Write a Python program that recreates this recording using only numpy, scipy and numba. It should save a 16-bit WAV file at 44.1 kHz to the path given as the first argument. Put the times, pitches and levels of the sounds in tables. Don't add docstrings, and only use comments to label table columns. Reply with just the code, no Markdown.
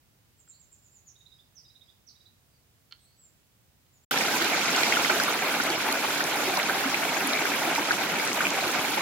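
import sys
import numpy as np
from scipy import signal
from scipy.fft import rfft, irfft, next_fast_len
from scipy.io import wavfile
from numba import njit

SR = 44100
rng = np.random.default_rng(int(sys.argv[2]) if len(sys.argv) > 2 else 0)


def bounce(signal):
    frames = np.transpose(np.atleast_2d(signal))
    limited = np.clip(frames, -1, 1)
    pcm = np.round(limited * 32767).astype(np.int16)
    wavfile.write(sys.argv[1], SR, pcm)


def invert_db(x):
    u = np.asarray(x, float) / 20
    return 10 ** u


N = 397341
TIME = np.arange(N) / SR
FOREST_ENDS_S, STREAM_STARTS_S = 4.049, 4.1095
STREAM_SIZE = N - round(STREAM_STARTS_S * SR)
TOP_HZ = 15800


def rms_one(x):
    return x / np.sqrt(np.mean(x ** 2) + 1e-20)


def at_hz(points, hz):
    table_hz, value = np.array(points).T
    return np.interp(np.log(hz), np.log(table_hz), value)


def panned(x, pan_db):
    return np.array([x * invert_db(pan_db / 2), x * invert_db(-pan_db / 2)])


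def drift(rate, size):
    r = np.exp(-40 * np.pi * rate / SR)
    noise = rng.standard_normal(size // 20 + 2002)
    slow = signal.lfilter([1], [1, -2 * r, r * r], noise)[2000:]
    return np.interp(np.arange(size) / 20, np.arange(len(slow)), rms_one(slow))


def banded_noise(spectrum, likeness, lean, size, gain_db):
    length = next_fast_len(size)
    hz = np.maximum(np.arange(length // 2 + 1) * SR / length, 1)
    mid, side = rfft(rng.standard_normal((2, length))) * invert_db(at_hz(spectrum, hz))
    alike = np.clip(at_hz(likeness, hz), -1, 1)
    both = np.sqrt(1 + alike) * mid + np.sqrt(1 - alike) * side * [[1], [-1]]
    both = both * panned(1, at_hz(lean, hz))
    out = 0
    for step in range(-4, 17):
        centre_hz = 300 * 2 ** (step * .375)
        away = np.log2(hz / centre_hz) / .375
        lowest = 0 if step == -4 else -1
        share = np.cos(np.pi / 2 * np.clip(away, lowest, 1)) ** 2
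        out = out + invert_db(gain_db(centre_hz)) * irfft(both * share, length)[:, :size]
    return rms_one(out)


# hz, level_db [dB per Hz]
FOREST_SPECTRUM = [(15, -50), (25, -15), (49, -2.5), (123, -0.5), (195, -9), (439, -16), (575, -17),
                   (734, -17.5), (1070, -19.5), (2110, -20.5), (5000, -22.5), (12200, -25.5), (16000, -21)]
# hz, correlation [-1..1]
FOREST_LIKENESS = [(60, 0.58), (180, 0.69), (550, 0.32), (1650, -0.083), (4970, -0.093), (15000, 0.04)]
# hz, lean_db
FOREST_LEAN_DB = [(60, -1.5), (380, -1.5), (2380, -3.5), (15000, -0.5)]


def forest_air():
    size = N // 2
    noise = banded_noise(FOREST_SPECTRUM, FOREST_LIKENESS, FOREST_LEAN_DB, size,
                         lambda hz: 0.28 * drift(3.1, size))
    return invert_db(-63.5) * noise


def glides(notes, bend):
    return [(start_s, length_s, start_hz, start_hz + bend * (end_hz - start_hz), end_hz, peak_db)
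            for start_s, length_s, start_hz, end_hz, peak_db in notes]


def whistle(notes, flutter_db, waver, hook):
    out = np.zeros(N)
    flutter = invert_db(flutter_db * drift(85, N))
    wobble = 1 + waver * drift(173, N)
    for start_s, length_s, start_hz, middle_hz, end_hz, peak_db in notes:
        u = np.linspace(0, 1, round(length_s * SR))
        at = round(start_s * SR)
        span = slice(at, at + len(u))
        curve = np.polyfit([0, .5, 1], [start_hz, middle_hz, end_hz], 2)
        hz = np.polyval(curve, u ** hook) * wobble[span]
        shape = np.sin(np.pi * u ** 1.3) ** .9
        out[span] += invert_db(peak_db) * shape * np.sin(2 * np.pi * np.cumsum(hz) / SR)
    return out * flutter


# start_s, length_s, peak_db
HIGH_NOTES = [
    (.372, 0.035, -64),
    (0.464, 0.045, -61),
    (0.576, 0.052, -64.5),
    (0.698, 0.047, -64),
    (0.801, 0.072, -67),
    (0.907, 0.072, -63),
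]


def high_bird():
    start_hz, end_hz, sag_hz_per_s = 7850, 6260, 550
    run = [(start_s, length_s, start_hz - sag_hz_per_s * start_s, end_hz - sag_hz_per_s * start_s, peak_db)
           for start_s, length_s, peak_db in HIGH_NOTES]
    return whistle(glides(run, bend=0.31), flutter_db=3.0, waver=.009, hook=2.3)


# start_s, peak_db, pan_db, bright_db_per_octave
STICK_TICKS = [
    (.4758, -73, -6, -18),
    (2.911, -54, -5, -2),
    (2.914, -58, -3, -6),
    (2.919, -55, -3, -3),
    (2.9234, -38.5, -7, 3),
    (2.9282, -48, -4, -5),
    (2.932, -55, -4, -7),
    (3.829, -70, -3.5, 3),
    (3.864, -67, -2.5, 6),
]
# hz, level_db, t60_s
STONE_MODES = [(950, -26, 0.008), (1410, -17, 0.022), (1940, -19, 0.015), (2470, -12, 0.014),
               (3120, -2, 0.011), (3670, -8, 0.012), (4300, -0.5, 0.012), (5240, -17, 0.0065),
               (6070, -22, .004)]


def stick():
    contact_s = 0.00072
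    out = np.zeros((2, N))
    start_s, peak_db, pan_db, bright_db = np.transpose(STICK_TICKS)
    draw = rng.standard_normal((len(start_s), len(STONE_MODES)))
    for k, (hz, level_db, t60_s) in enumerate(STONE_MODES):
        clicks = np.full((2, N), 1e-18)
        strength_db = peak_db + level_db + bright_db * np.log2(hz / 4000) + 2.5 + 2.7 * draw[:, k]
        clicks[:, (start_s * SR).astype(int)] = panned(invert_db(strength_db), pan_db)
        late = np.roll(clicks, round(contact_s * SR * abs(draw[0, k])), axis=1)
        r, w = invert_db(-60 / (t60_s * SR)), 2 * np.pi * hz / SR
        out += (-1) ** k * signal.lfilter([0, np.sin(w)], [1, -2 * r * np.cos(w), r * r], late)
    return signal.sosfilt(signal.butter(3, [1000, 6000], "band", fs=SR, output="sos"), out)


# start_s, length_s, start_hz, end_hz, peak_db
DEEP_NOTES = [
    (.505, 0.065, 3640, 4300, -64),
    (1.14, 0.085, 6520, 6700, -69),
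    (1.2, .3, 5000, 4950, -78),
    (1.78, 0.17, 4950, 4900, -75),
    (2.1, .2, 4600, 4830, -74),
    (2.48, 0.12, 4930, 4630, -77),
    (2.95, .22, 3000, 4490, -71),
]


def deep_birds():
    return whistle(glides(DEEP_NOTES, bend=.82), flutter_db=3.0, waver=.03, hook=1.05)


# start_s, length_s, start_hz, end_hz, peak_db
FAR_NOTES = [
    (1.05, .055, 7100, 6400, -56),
    (1.62, 0.087, 5040, 4850, -60),
    (2.06, 0.057, 6210, 6150, -62),
    (2.99, 0.091, 8350, 7850, -66),
    (3.16, .135, 7900, 6900, -58.5),
    (3.915, .081, 7400, 6300, -65),
    (4.03, .03, 7380, 7240, -64),
]


def far_birds():
    return whistle(glides(FAR_NOTES, bend=.3), flutter_db=2.5, waver=.004, hook=1)


# start_s, length_s, start_hz, end_hz, peak_db
SWEEP_NOTES = [
    (1.066, 0.035, 6750, 5040, -54.5),
    (1.549, 0.047, 6250, 4300, -54),
    (2.064, .039, 6000, 3300, -55.5),
]


def near_sweeps():
    return whistle(glides(SWEEP_NOTES, bend=.28), flutter_db=2.5, waver=.012, hook=1.2)


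# start_s, peak_db
TRILL_PHRASES = [
    (1.152, -55.5),
    (1.646, -56.5),
    (2.151, -57.5),
]
# after_s, length_s, top_hz, level_db
TRILL_PATTERN = [
    (0, 0.019, 3780, -4),
    (0.051, 0.0177, 3840, -1),
    (0.102, .022, 3850, 1.5),
    (.16, .025, 3750, 1),
    (0.23, 0.037, 3580, -3),
]


def near_trills():
    notes = [(start_s + after_s, length_s, .86 * top_hz, top_hz, 0.98 * top_hz, peak_db + level_db)
             for start_s, peak_db in TRILL_PHRASES
             for after_s, length_s, top_hz, level_db in TRILL_PATTERN]
    return whistle(notes[:-2], flutter_db=1, waver=.02, hook=1)


def trees(x, t60_s, late_db, echo_s, echo_db):
    t = np.arange(SR // 2) / SR
    fall = invert_db(-60 * t / t60_s) + invert_db(late_db - 60 * t / (4 * t60_s))
    patchy = invert_db(3.0 * drift(150, len(t)))
    scatter = rng.standard_normal((2, len(t))) * patchy * fall * np.clip(t / .012, 0, 1)
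    scatter /= np.sqrt(np.sum(scatter ** 2, axis=1, keepdims=True))
    scatter[:, round(echo_s * SR)] += invert_db(echo_db)
    return signal.fftconvolve(x[None], scatter, axes=1)[:, :N]


def forest():
    air, high, ticks, deep = forest_air(), high_bird(), stick(), deep_birds()
    far, sweeps, trills = far_birds(), near_sweeps(), near_trills()
    direct = panned(high, -2.0) + panned(sweeps + trills, -12.0) + panned(far + deep, 1.5) + ticks
    sent = invert_db(7.5) * high + invert_db(-12.0) * ticks.mean(axis=0) + deep
    sent += invert_db(-4.0) * far + invert_db(2.5) * sweeps + invert_db(-2.5) * trills
    wet = trees(sent, t60_s=.22, late_db=-12.0, echo_s=.025, echo_db=-8.0)
    out = direct + wet * panned(1, np.array([-7.0]))
    out[:, :N // 2] += air
    return out * np.clip((FOREST_ENDS_S - TIME) / 0.0033, 0, 1)


# start_s, level_db
FACING = [
    (4.35, 2.2),
    (4.58, 2.5),
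    (5.05, 3),
    (5.36, 0.4),
    (5.88, 0.5),
    (7.33, -0.06),
    (7.49, 0.6),
    (8.09, -0.2),
    (9.01, 0.7),
]


def facing_db(s):
    return np.interp(s, *np.transpose(FACING))


# hz, share
FACING_SHARE = [(600, 0.59), (2000, 0.48), (4500, 1.94), (9000, 0.94)]


def flow_db(s, hz):
    return facing_db(s) * at_hz(FACING_SHARE, hz)


# hz, level_db [dB per Hz]
STREAM_SPECTRUM = [(29, -62), (50, -33), (163, -6.5), (277, -1), (532, -5), (884, -3), (1150, -4.5),
                   (1470, -4), (1820, -6), (2270, -3.5), (2880, -6), (7210, -15.5), (8540, -26),
                   (12000, -25), (16000, -31.5)]
# hz, correlation [-1..1]
STREAM_LIKENESS = [(60, 0.88), (150, 0.99), (380, 0.95), (950, 0.71), (2380, 0.35), (5980, -0.47),
                   (15000, 0.19)]
# hz, lean_db
STREAM_LEAN_DB = [(60, -0.5), (240, -1.5), (950, -2.5), (3770, -2.5), (15000, 4)]


def roar():
    s, surge = TIME[-STREAM_SIZE:], drift(4.0, STREAM_SIZE)
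    return banded_noise(STREAM_SPECTRUM, STREAM_LIKENESS, STREAM_LEAN_DB, STREAM_SIZE,
                        lambda hz: flow_db(s, hz) + 0.37 * surge + 2.6 * drift(30, STREAM_SIZE))


@njit
def add(out, start, hz, peak, cycles, rise, swell, pan, lag, sr):
    for k in range(len(start)):
        for ch in range(2):
            first = start[k] + (lag[k] if ch else 0.)
            gain = peak[k] * (1 / pan[k] if ch else pan[k])
            for i in range(int(first) + 1, min(int(first + cycles[k] * sr / hz[k]), out.shape[1])):
                turn = (i - first) * hz[k] / sr
                fade = np.exp(-6.9 * turn / cycles[k]) * (1 - np.exp(-turn / swell))
                out[ch, i] += gain * fade * np.sin(2 * np.pi * turn * (1 + rise[k] * turn / cycles[k]))


def swarm(count, low_hz, high_hz, cycles, spread_db, clump, clumps_per_s, swell, focus_db):
    draw, out = rng.random((count, 7)), np.zeros((2, STREAM_SIZE))
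    busy = np.cumsum(np.exp(clump * np.clip(drift(clumps_per_s, STREAM_SIZE), -2, 2)))
    start = np.interp(draw[:, 0], busy / busy[-1], np.arange(STREAM_SIZE))
    hz = low_hz * (high_hz / low_hz) ** draw[:, 1]
    size_db = spread_db * np.minimum(-np.log(draw[:, 2] + 1e-9), 5)
    turn_db = flow_db(STREAM_STARTS_S + start / SR, hz)
    peak = hz * invert_db(size_db + at_hz(STREAM_SPECTRUM, hz) + turn_db)
    peak *= np.sign(draw[:, 6] - .5) * invert_db(focus_db * np.cos(2 * np.pi * hz / 721.0))
    across = 2 * draw[:, 4] - 1
    add(out, start, hz, peak, cycles * (.5 + draw[:, 3]), 0.21 * draw[:, 5], swell,
        invert_db(5.0 * across), 5.3 * across, SR)
    return rms_one(out)


def bubbles():
    return swarm(count=12000, low_hz=251.1, high_hz=2650, cycles=28, spread_db=2.2,
                 clump=.55, clumps_per_s=25, swell=1.3, focus_db=4.0)


def spray():
    return sum(swarm(count=16000, low_hz=low_hz, high_hz=1.73 * low_hz, cycles=20, spread_db=2.1,
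                     clump=.42, clumps_per_s=14, swell=.5, focus_db=0) for low_hz in (3000, 5200, 9000))


def big_drops(events, count, octaves, cycles, swell, trim_db, pan_db):
    out = np.zeros((2, STREAM_SIZE))
    start_s, peak_db, hz = np.repeat(events, count, axis=0).T
    draw = rng.random((len(start_s), 5))
    follows = np.arange(len(start_s)) % count > 0
    start = (start_s - STREAM_STARTS_S + follows * 9.05 * draw[:, 2] / hz) * SR
    hz = np.minimum(hz * 2 ** (follows * octaves * (draw[:, 3] - .4)), TOP_HZ)
    peak = invert_db(peak_db + trim_db - 8.0 * follows)
    lean = invert_db(pan_db / 2 + 1.9 * (draw[:, 4] - .5))
    rise, lag = 0.063 + 0 * start_s, 23.0 * (draw[:, 1] - .5)
    add(out, start, hz, peak, cycles * (1.33 + 1.24 * draw[:, 0]), rise, swell, lean, lag, SR)
    return out


# start_s, peak_db, pitch_hz
SPIT_EVENTS = [(4.1108, -12.5, 12400), (4.4201, -15, 11100), (5.2358, -15, 9800), (5.297, -13, 11900),
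               (5.6369, -17, 10500), (5.6663, -19, 7580), (5.9237, -12, 10800), (6.5902, -14, 10400),
               (6.8631, -26, 10300), (7.2731, -10.5, 10400), (8.2512, -13, 10000), (8.5672, -23, 10700)]


def spits():
    return big_drops(SPIT_EVENTS, count=6, octaves=1.1, cycles=24, swell=.6, trim_db=-4, pan_db=.8)


# start_s, peak_db, pitch_hz
PLOP_EVENTS = [(4.113, -13.5, 1440), (4.175, -13.5, 2080), (4.209, -14, 2360), (4.417, -13.5, 1440),
               (4.748, -12, 2040), (4.834, -8.5, 1930), (4.923, -8, 2080), (4.969, -10, 1390),
               (5.047, -11, 2060), (5.099, -11.5, 1490), (5.166, -19.5, 658), (5.2, -13, 1560),
               (5.281, -13, 1360), (5.6, -12, 1460), (5.886, -18.5, 874), (6.045, -17, 860),
               (6.205, -13, 1460), (6.575, -13.5, 910), (6.598, -10.5, 2080), (6.696, -11, 1510),
               (6.838, -16.5, 1370), (6.944, -9, 2050), (7.454, -15, 1600), (7.759, -12, 2310),
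               (7.781, -14, 866), (7.908, -5.5, 1530), (8.406, -10.5, 1460), (8.453, -10, 2440),
               (8.468, -9.5, 2330), (8.974, -15.5, 830)]


def plops():
    return big_drops(PLOP_EVENTS, count=3, octaves=.8, cycles=13, swell=.8, trim_db=1.5, pan_db=-1.5)


# start_s, peak_db, pitch_hz
SPLAT_EVENTS = [(4.1866, -4.5, 5660), (4.3528, -15, 4300), (4.4227, -6, 4400), (4.4451, -7, 6800),
                (4.762, -6, 4500), (4.8053, -9, 7100), (4.8327, -3, 4100), (5.0586, -7, 5000),
                (5.1994, -7, 4740), (5.236, -5.5, 5000), (5.702, -7, 4400), (5.9258, -6, 4230),
                (6.24, -7, 5900), (6.5713, -7, 4150), (6.6301, -8, 4000), (7.3333, -4, 3860),
                (7.751, -7, 5570), (7.9187, -7, 4410), (8.275, -8, 5660), (8.3303, -8, 5970),
                (8.5049, -8, 6800), (8.6785, -9, 4000)]


def splats():
    return big_drops(SPLAT_EVENTS, count=5, octaves=1.6, cycles=16, swell=.9, trim_db=-8, pan_db=-1.5)


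# start_s, peak_db, pitch_hz
GLUG_EVENTS = [(4.416, -24, 330), (5.116, -26, 352), (5.7, -21, 336), (5.889, -25, 395),
               (6.475, -22.5, 368), (6.855, -21.5, 265), (7.243, -19.5, 281), (7.497, -28, 285),
               (7.674, -21, 327), (7.783, -22, 283), (7.93, -28, 287), (8.458, -29, 268), (8.666, -20, 343)]


def glugs():
    return big_drops(GLUG_EVENTS, count=2, octaves=.5, cycles=14, swell=1.1, trim_db=1, pan_db=-2)


def stream():
    bed = invert_db(-29) * roar() + invert_db(-30.5) * bubbles() + invert_db(-40.5) * spray()
    pan_db = -0.36 * facing_db(TIME[-STREAM_SIZE:])
    drops = spits() + plops() + splats() + glugs()
    onset = np.minimum(np.arange(STREAM_SIZE) / 60, 1)
    out = np.zeros((2, N))
    out[:, -STREAM_SIZE:] = (bed * panned(1, pan_db) + drops) * onset
    return out


def scene():
    return forest() + stream()


def band_limit(x):
    return signal.sosfilt(signal.butter(12, 16760, fs=SR, output="sos"), x)


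def record(dry):
    dry = signal.sosfilt(signal.butter(2, 45, "high", fs=SR, output="sos"), dry)
    dry = signal.sosfilt(signal.ellip(10, .3, 80, TOP_HZ, fs=SR, output="sos"), dry)
    return band_limit(dry)


dry = scene()
out = record(dry)
bounce(out)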